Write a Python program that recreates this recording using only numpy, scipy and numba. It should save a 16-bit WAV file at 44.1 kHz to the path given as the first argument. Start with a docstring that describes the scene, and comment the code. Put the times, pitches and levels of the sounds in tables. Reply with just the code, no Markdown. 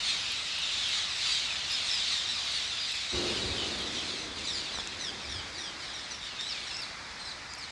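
"""A roost of parakeets by a pond screeches loudly at first: harmonic stacks on gliding pitches, with noise-tail echoes.
Shaped noise hums as a town below, and a small camera ticks faintly at its frame rate: short damped rings.
From 3.1 s resonant noise rumbles in suddenly and rolls away, while the crowd thins and single cries stand clear.
Damped rings snap and knock nearby from 4.7 s; the rumble returns weaker at 4.9 s."""
import sys
import numpy as np
from scipy import signal
from scipy.fft import rfft, irfft
from scipy.io import wavfile
from scipy.ndimage import uniform_filter1d
from numba import njit

SR = 44100
rng = np.random.default_rng(int(sys.argv[2]) if len(sys.argv) > 2 else 0)


def digitize_waveform(pressure):
    """Quantize a signal to 16-bit integers and store it at the path in sys.argv[1].

    Rows of a 2-D input are taken as channels; values are limited to [-1, 1].
    """
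    field = np.atleast_2d(pressure).T
    bounded = np.clip(field, -1, 1)
    quanta = np.round(bounded * 32767).astype(np.int16)
    wavfile.write(sys.argv[1], SR, quanta)


N = 340006  # samples


def undb(db):
    """Gain of a level in dB."""
    return 10 ** (np.asarray(db) / 20)


def unit(x):
    """Scales x to rms 1."""
    return x / np.sqrt(np.mean(x ** 2))


def level_curve(table):
    """Level [dB] at every sample, linear between (time, level) rows."""
    time_s, level_db = np.array(table).T
    return np.interp(np.arange(N) / SR, time_s, level_db)


def lowpass(x, order, cutoff_hz):
    """Butterworth low-pass."""
    return signal.sosfilt(signal.butter(order, cutoff_hz, fs=SR, output="sos"), x)


def resonance(x, hz, width_hz):
    """One resonance: a two-pole peak."""
    return signal.lfilter(*signal.iirpeak(hz, hz / width_hz, fs=SR), x)


def colour(x, points):
    """Imposes a smooth spectrum on x, keeps its fine lines, and scales to rms 1."""
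    spectrum = rfft(x * signal.windows.tukey(N, 1 / 1000))
    hz, db = np.transpose(points)
    own = np.sqrt(uniform_filter1d(np.abs(spectrum) ** 2, size=1500)) + 1e-12
    log_hz = np.log(np.arange(len(spectrum)) * SR / N + 1)
    # the last two points are left out: the level holds above the one before
    wanted = undb(np.interp(log_hz, np.log(hz[:-2]), db[:-2]))
    return unit(irfft(spectrum * wanted / own, N))


def walk(rate_hz):
    """Smoothed random steps, rms 1."""
    hold = int(SR / rate_hz)
    steps = np.repeat(rng.standard_normal(N // hold + 1), hold)
    return unit(uniform_filter1d(uniform_filter1d(steps, hold), hold)[:N])


def click(start_s, level_db, hz, cycles):
    """A damped sine; its envelope starts at level_db and falls by 1/e in the given cycles."""
    size = 800
    age_s = np.arange(size) / SR
    out, at = np.zeros(N + size), int(start_s * SR)
    out[at:at + size] = undb(level_db) * np.sin(2 * np.pi * hz * age_s) * np.exp(-age_s * hz / cycles)
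    return out[:N]


# town spectrum: (frequency [Hz], relative density [dB per Hz])
TOWN_COLOUR = [(15, -47), (25, -15), (65, -1.5), (141, -8), (271, -9.5), (384, -12), (436, -12.5),
               (667, -8), (2280, -4.5), (3240, -21.5), (4710, -8.5), (10000, -30.5), (13000, -68),
               (22000, -120)]
TOWN_DB = -44


def town():
    """Traffic, leaves and far birds blur into a steady wash of shaped noise."""
    return colour(rng.standard_normal(N), TOWN_COLOUR) * undb(TOWN_DB + 0.54 * walk(2.85))


# louder camera ticks: (time [s], starting envelope level [dB])
LOUD_TICKS = [(.32, -24), (.587, -27), (.887, -26), (1.72, -25), (1.953, -30), (2.187, -29), (2.453, -31),
              (2.52, -30), (2.92, -26), (2.953, -31), (3.787, -30), (3.82, -31), (6.82, -30), (7.553, -35),
              (7.587, -34)]
FRAME_HZ, FRAME_TICK_DB, FRAME_TICK_SCATTER_DB = 30, -65, 5


def camera():
    """Damped 10 kHz rings: the louder ticks, and a fainter one of random size with every frame."""
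    scatter_db = FRAME_TICK_SCATTER_DB * rng.exponential(size=int(FRAME_HZ * N / SR))
    faint_db = np.minimum(FRAME_TICK_DB + scatter_db, -34)
    faint = list(zip(.02 + np.arange(len(faint_db)) / FRAME_HZ, faint_db))
    return sum(click(s, db, hz=10000, cycles=1.4) for s, db in list(LOUD_TICKS) + faint)


# broad boom resonances: (centre [Hz], width [Hz], relative level [dB])
BOOM_RESONANCES = [(321, 155, 4), (214, 85, -3.5), (470, 290, -12), (895, 280, -26)]
# swells of the deep part: (time [s], peak level [dB])
THUDS = [(3.16, -48), (3.48, -42), (5.36, -48)]
THUD_S = .1  # half width at 1/e
RUMBLE_S, BOOM_DB, BOOM_FALL_DB_PER_S, DEEP_DB, DEEP_FALL_DB_PER_S = 3.115, -37, 8.5, -48, 7
SECOND_ROLL_S, SECOND_ROLL_DB, ROLL_RISE_S = 4.9, -56, .2  # the boom returns, weaker


def rumble():
    """Noise in broad low resonances, a hollow ring at the onset and a deeper part that swells on its own."""
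    boom_noise, deep_noise = rng.standard_normal((2, N))
    t = np.arange(N) / SR
    age_s, late_s = t - RUMBLE_S, t - SECOND_ROLL_S
    boom = unit(sum(undb(db) * unit(resonance(boom_noise, hz, width)) for hz, width, db in BOOM_RESONANCES))
    first_roll = undb(BOOM_DB - BOOM_FALL_DB_PER_S * age_s)
    second_roll = undb(SECOND_ROLL_DB - BOOM_FALL_DB_PER_S * late_s)
    second_roll = np.clip(late_s / ROLL_RISE_S, 0, 1) * second_roll
    deep = unit(resonance(resonance(deep_noise, 74, 51), 74, 51))
    swell = undb(DEEP_DB - DEEP_FALL_DB_PER_S * age_s)
    swell = swell + sum(undb(db) * np.exp(-((t - s) / THUD_S) ** 2) for s, db in THUDS)
    ring = np.sin(2 * np.pi * 356 * age_s) * undb(-35 + 0.92 * walk(20)) * np.exp(-(age_s / 0.21) ** 4)
    onset = np.clip(age_s / 0.037, 0, 1)
    return onset * (boom * (first_roll + second_roll) + deep * swell + ring)


# small snaps and knocks: (time [s], starting envelope level [dB], centre [Hz], ring decay [cycles])
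SNAPS = [(4.72, -30, 700, .6), (4.745, -24.5, 900, .6), (4.775, -24, 1300, 0.65),
         (4.787, -20.5, 1010, 0.65), (4.799, -26, 1400, .6), (4.874, -18.5, 6500, 1.9),
         (6.41, -18.5, 4968, 1.8), (6.769, -24, 6000, 3.), (7.537, -22, 6460, 1.5)]


def snaps():
    """Small snaps and knocks nearby, each a heavily damped ring."""
    return sum(click(*snap) for snap in SNAPS)


@njit
def syrinx(cries, gains, waver, flutter, edge, n):
    """Each cry is a stack of harmonics on a curved glide; the pitch wavers and the level flutters."""
    out = np.zeros(n)
    for c in range(len(cries)):
        start, size, phase = int(cries[c, 0] * SR), int(cries[c, 1] * SR), 0.
        first, middle, last = cries[c, 2], cries[c, 3], cries[c, 4]
        for j in range(max(0, -start), min(size, n - start)):
            u = j / size
            r = (j + 997 * c) % n  # each cry reads the waver from another place
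            bend = 4 * middle - 2 * first - 2 * last
            hz = first + (last - first) * u + bend * u * (1 - u)
            phase += 2 * np.pi * hz * waver[r] / SR
            # sines of the multiples follow from the two before
            turn, before, now, total = 2 * np.cos(phase), 0., np.sin(phase), 0.
            for k in range(gains.shape[1]):
                total += gains[c, k] * now
                before, now = now, turn * now - before
            out[start + j] += total * flutter[r] * min(1., u / edge, (1 - u) / edge)
    return out


def sing(cries, harmonic_db, waver, flutter_db):
    """Sings rows of (start, length, three pitches); a harsh throat blurs every harmonic line."""
    flutter = unit(undb(flutter_db * walk(500)))
    gains = np.sqrt(2) * undb(harmonic_db)
    return syrinx(np.ascontiguousarray(cries), gains, 1 + waver * walk(700), flutter, .12, N)


def echoes(x, t60_s, wet_db):
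    """Diffuse return from stone fronts, water and trees: a decaying noise tail."""
    s = np.arange(int(.9 * SR)) / SR
    decay = np.exp(-np.log(1000) * s / t60_s)
    tail = rng.standard_normal(len(s)) * decay * np.minimum(s / .004, 1)
    tail = tail / np.sqrt(np.sum(tail ** 2))
    return x + undb(wet_db) * signal.fftconvolve(x, tail)[:N]


def perches(cries, harmonic_db, waver, flutter_db, returns, count):
    """Deals the cries to several trees, each with its own echo tails of (t60 [s], wet level [dB])."""
    out = 0
    for k in range(count):
        tree = sing(cries[k::count], harmonic_db[k::count], waver, flutter_db)
        for t60_s, wet_db in returns:
            tree = echoes(tree, t60_s, wet_db)
        out = out + tree
    return out


# crowd of further birds: (time [s], level [dB])
CROWD_LEVEL = [(0, -30), (.39, -34.5), (1.29, -32.5), (1.67, -33), (2.04, -31.5), (2.3, -35), (2.6, -33.5),
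               (3.3, -34), (3.73, -36.5), (4.1, -37.5), (4.3, -40.5), (4.55, -39), (4.85, -42.5),
               (5.6, -44.5), (6.3, -43.5), (6.66, -41.5), (6.94, -47), (7.54, -51), (7.71, -46)]
# crowd spectrum: (frequency [Hz], relative density [dB per Hz])
CROWD_COLOUR = [(530, -70), (900, -29.5), (1190, -13.5), (1470, -18), (2620, -4.5), (2980, -4.5), (3730, 1),
                (5090, -7), (5630, -11), (7240, -14.5), (10000, -28.5), (13000, -58), (22000, -120)]


def crowd(count=2800):
    """Overlapping short, mostly falling cries at random moments, pitches and levels."""
    u, g = rng.random((count, 3)).T, rng.standard_normal((count, 7)).T
    start_s = u[0] * (N / SR + .2) - .2
    length_s = .04 + .08 * u[1]
    start_hz = 1500 + 1400 * u[2]
    end_hz = start_hz * (.8 + .08 * g[0])
    middle_hz = (start_hz + end_hz) / 2 * (1 + .04 * g[1])
    cries = np.array([start_s, length_s, start_hz, middle_hz, end_hz]).T
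    # scatter per cry and per harmonic, on mean levels of harmonics 1-5
    harmonic_db = 2.64 * g[2:3].T + 2.17 * g[2:].T + [-4, -1.0, -6.5, -5.5, -16.0]
    flock = perches(cries, harmonic_db, .025, 3., [(.45, -2)], count=5)
    return colour(flock, CROWD_COLOUR) * undb(level_curve(CROWD_LEVEL) + 0.65 * walk(7))


# cries that stand out: (time [s], length [s], start pitch [Hz], end pitch [Hz],
# level of harmonic 2 [dB], odd harmonics against even [dB])
CRIES = [(0.041, .074, 2200, 2060, -36, -11), (0.069, 0.1, 1928, 1880, -43, -8),
         (0.358, 0.055, 1930, 1920, -40, -22), (0.575, 0.039, 1449, 1449, -40.5, -30),
         (0.608, 0.098, 1942, 1600, -40.5, -9), (.697, .061, 1814, 1800, -36, -26),
         (1.26, 0.076, 2416, 2270, -38, -13), (1.318, 0.052, 2030, 1847, -35.5, -14),
         (1.45, 0.085, 1450, 1170, -44, -4), (1.693, .069, 2520, 2510, -40, -30),
         (1.808, 0.097, 2110, 2200, -43, -25), (1.862, 0.095, 1957, 1670, -39, -12),
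         (1.9, .094, 2670, 2340, -39, -21), (2.1, 0.14, 2074, 1560, -38, -9),
         (2.288, 0.047, 2020, 1904, -38.5, -17), (2.536, .053, 2390, 2050, -40, -19),
         (2.612, 0.098, 1860, 1970, -41.5, -8), (2.792, .065, 2450, 2390, -41, -26),
         (3.087, 0.1, 1917, 1920, -41, -8), (3.296, .049, 1720, 1713, -44, -5),
         (3.332, .069, 1545, 1520, -40.5, -8), (3.354, .092, 2540, 1700, -43, -12),
         (3.564, 0.094, 1554, 1474, -40.5, -17), (3.644, 0.051, 2080, 2050, -47, -4),
         (3.795, 0.045, 1590, 1590, -43.5, -13), (3.86, .05, 2040, 1750, -47.5, -2),
         (3.916, 0.091, 2070, 1795, -52, 2), (3.958, 0.062, 1902, 1500, -44, -11),
         (4.084, .073, 2500, 1700, -46, -9), (4.18, .079, 2050, 1967, -50, -2),
         (4.356, .035, 2450, 1603, -47, -12), (4.385, .04, 2300, 1600, -42.5, -7),
         (4.444, 0.067, 2490, 1780, -44.5, -4), (4.467, 0.063, 1975, 1695, -37, -9),
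         (4.513, 0.093, 2706, 1780, -39.5, -12), (4.624, .082, 2420, 1600, -45.5, -12),
         (4.57, .05, 2500, 1860, -43.5, -8), (4.7, 0.063, 2510, 1890, -49, -15),
         (4.728, 0.09, 2090, 1610, -40, -6), (4.985, 0.13, 2148, 1473, -42.5, -2),
         (5.19, 0.072, 1295, 1150, -53, -12), (5.206, 0.097, 2890, 1990, -48, -19),
         (5.284, .14, 1936, 1455, -45, -2), (5.524, 0.072, 2610, 2010, -47, -13),
         (5.569, 0.14, 1980, 1490, -43.5, -4.5), (5.602, .069, 2900, 2770, -50, -17),
         (5.79, .07, 2620, 1910, -52, -12), (5.835, .076, 1890, 1623, -51, 1),
         (5.925, .098, 1990, 1646, -47.5, -2), (6.02, .05, 2215, 1945, -50, -16),
         (6.08, .075, 2650, 1735, -49, -17), (6.103, 0.063, 2060, 1676, -48, 2),
         (6.206, 0.071, 1904, 1795, -44, -12), (6.234, .054, 1855, 1350, -51.5, 0),
         (6.35, 0.042, 1285, 1235, -51, 0), (6.384, 0.11, 1790, 2030, -40.5, -16),
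         (6.399, 0.048, 1894, 1710, -47.5, 2), (6.484, 0.057, 2870, 1885, -38.5, -25),
         (6.482, 0.12, 1540, 1080, -46.5, -14), (6.607, .06, 1120, 1170, -51, -18),
         (6.579, .07, 2000, 2350, -50, -17), (6.63, .057, 2340, 1850, -49, -14),
         (6.662, 0.079, 1930, 1670, -49, 1), (6.689, .042, 2230, 1970, -44, -15),
         (6.698, 0.116, 1345, 1370, -48.5, -20), (6.723, .085, 2604, 2745, -42, -15),
         (6.794, .052, 2700, 1950, -40.5, -20), (7.187, 0.12, 2110, 1987, -46, -22),
         (7.249, 0.082, 2770, 1743, -45, -15), (7.491, 0.065, 2455, 2440, -48.5, -12),
         (7.575, .08, 2810, 1790, -43.5, -14)]
# cries that start above the turning pitch hold before they fall, lower ones drop first and level off
TURN_HZ, HOLD_PER_KHZ = 1698, 0.0898
FIRST_DB, UPPER_DB = -7.5, -12.5  # fundamental and harmonics 4-5 against the rest


def near_birds():
    """The throat favours harmonics 2 and 3, and of the upper ones that nearest to its high resonance."""
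    start_s, length_s, start_hz, end_hz, level, odd = np.array(CRIES, float).T
    hold = .5 + HOLD_PER_KHZ * (start_hz - TURN_HZ) / 1000
    middle_hz = end_hz + (start_hz - end_hz) * hold
    fourth, fifth = (level + UPPER_DB - 8 * ((k * middle_hz - 8200) / 1500) ** 2 for k in (4, 5))
    harmonic_db = np.array([level + odd + FIRST_DB, level, level + odd, fourth, fifth + odd / 2]).T
    rows = np.array([start_s, length_s, start_hz, middle_hz, end_hz]).T
    # short tail: branches and water smear each glide; long tail: the walls
    cries = perches(rows, harmonic_db, .019, 3.5, [(.07, -5), (.5, -8)], count=3)
    return lowpass(cries, 4, 9600)  # air and leaves dull the top


def scene():
    """All but the ticks reach a microphone that fades fast above 10 kHz; the ticks arise behind it."""
    air = town() + rumble() + snaps() + crowd() + near_birds()
    return (lowpass(air, 9, 10500) + camera())[None]


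TOP_HZ = 12250


def record(dry):
    """The recorder rolls off its highest octave and cuts the top."""
    soft = lowpass(dry, 5, 11300)
    return signal.sosfilt(signal.ellip(12, .3, 80, TOP_HZ, fs=SR, output="sos"), soft)


dry = scene()
out = record(dry)
digitize_waveform(out)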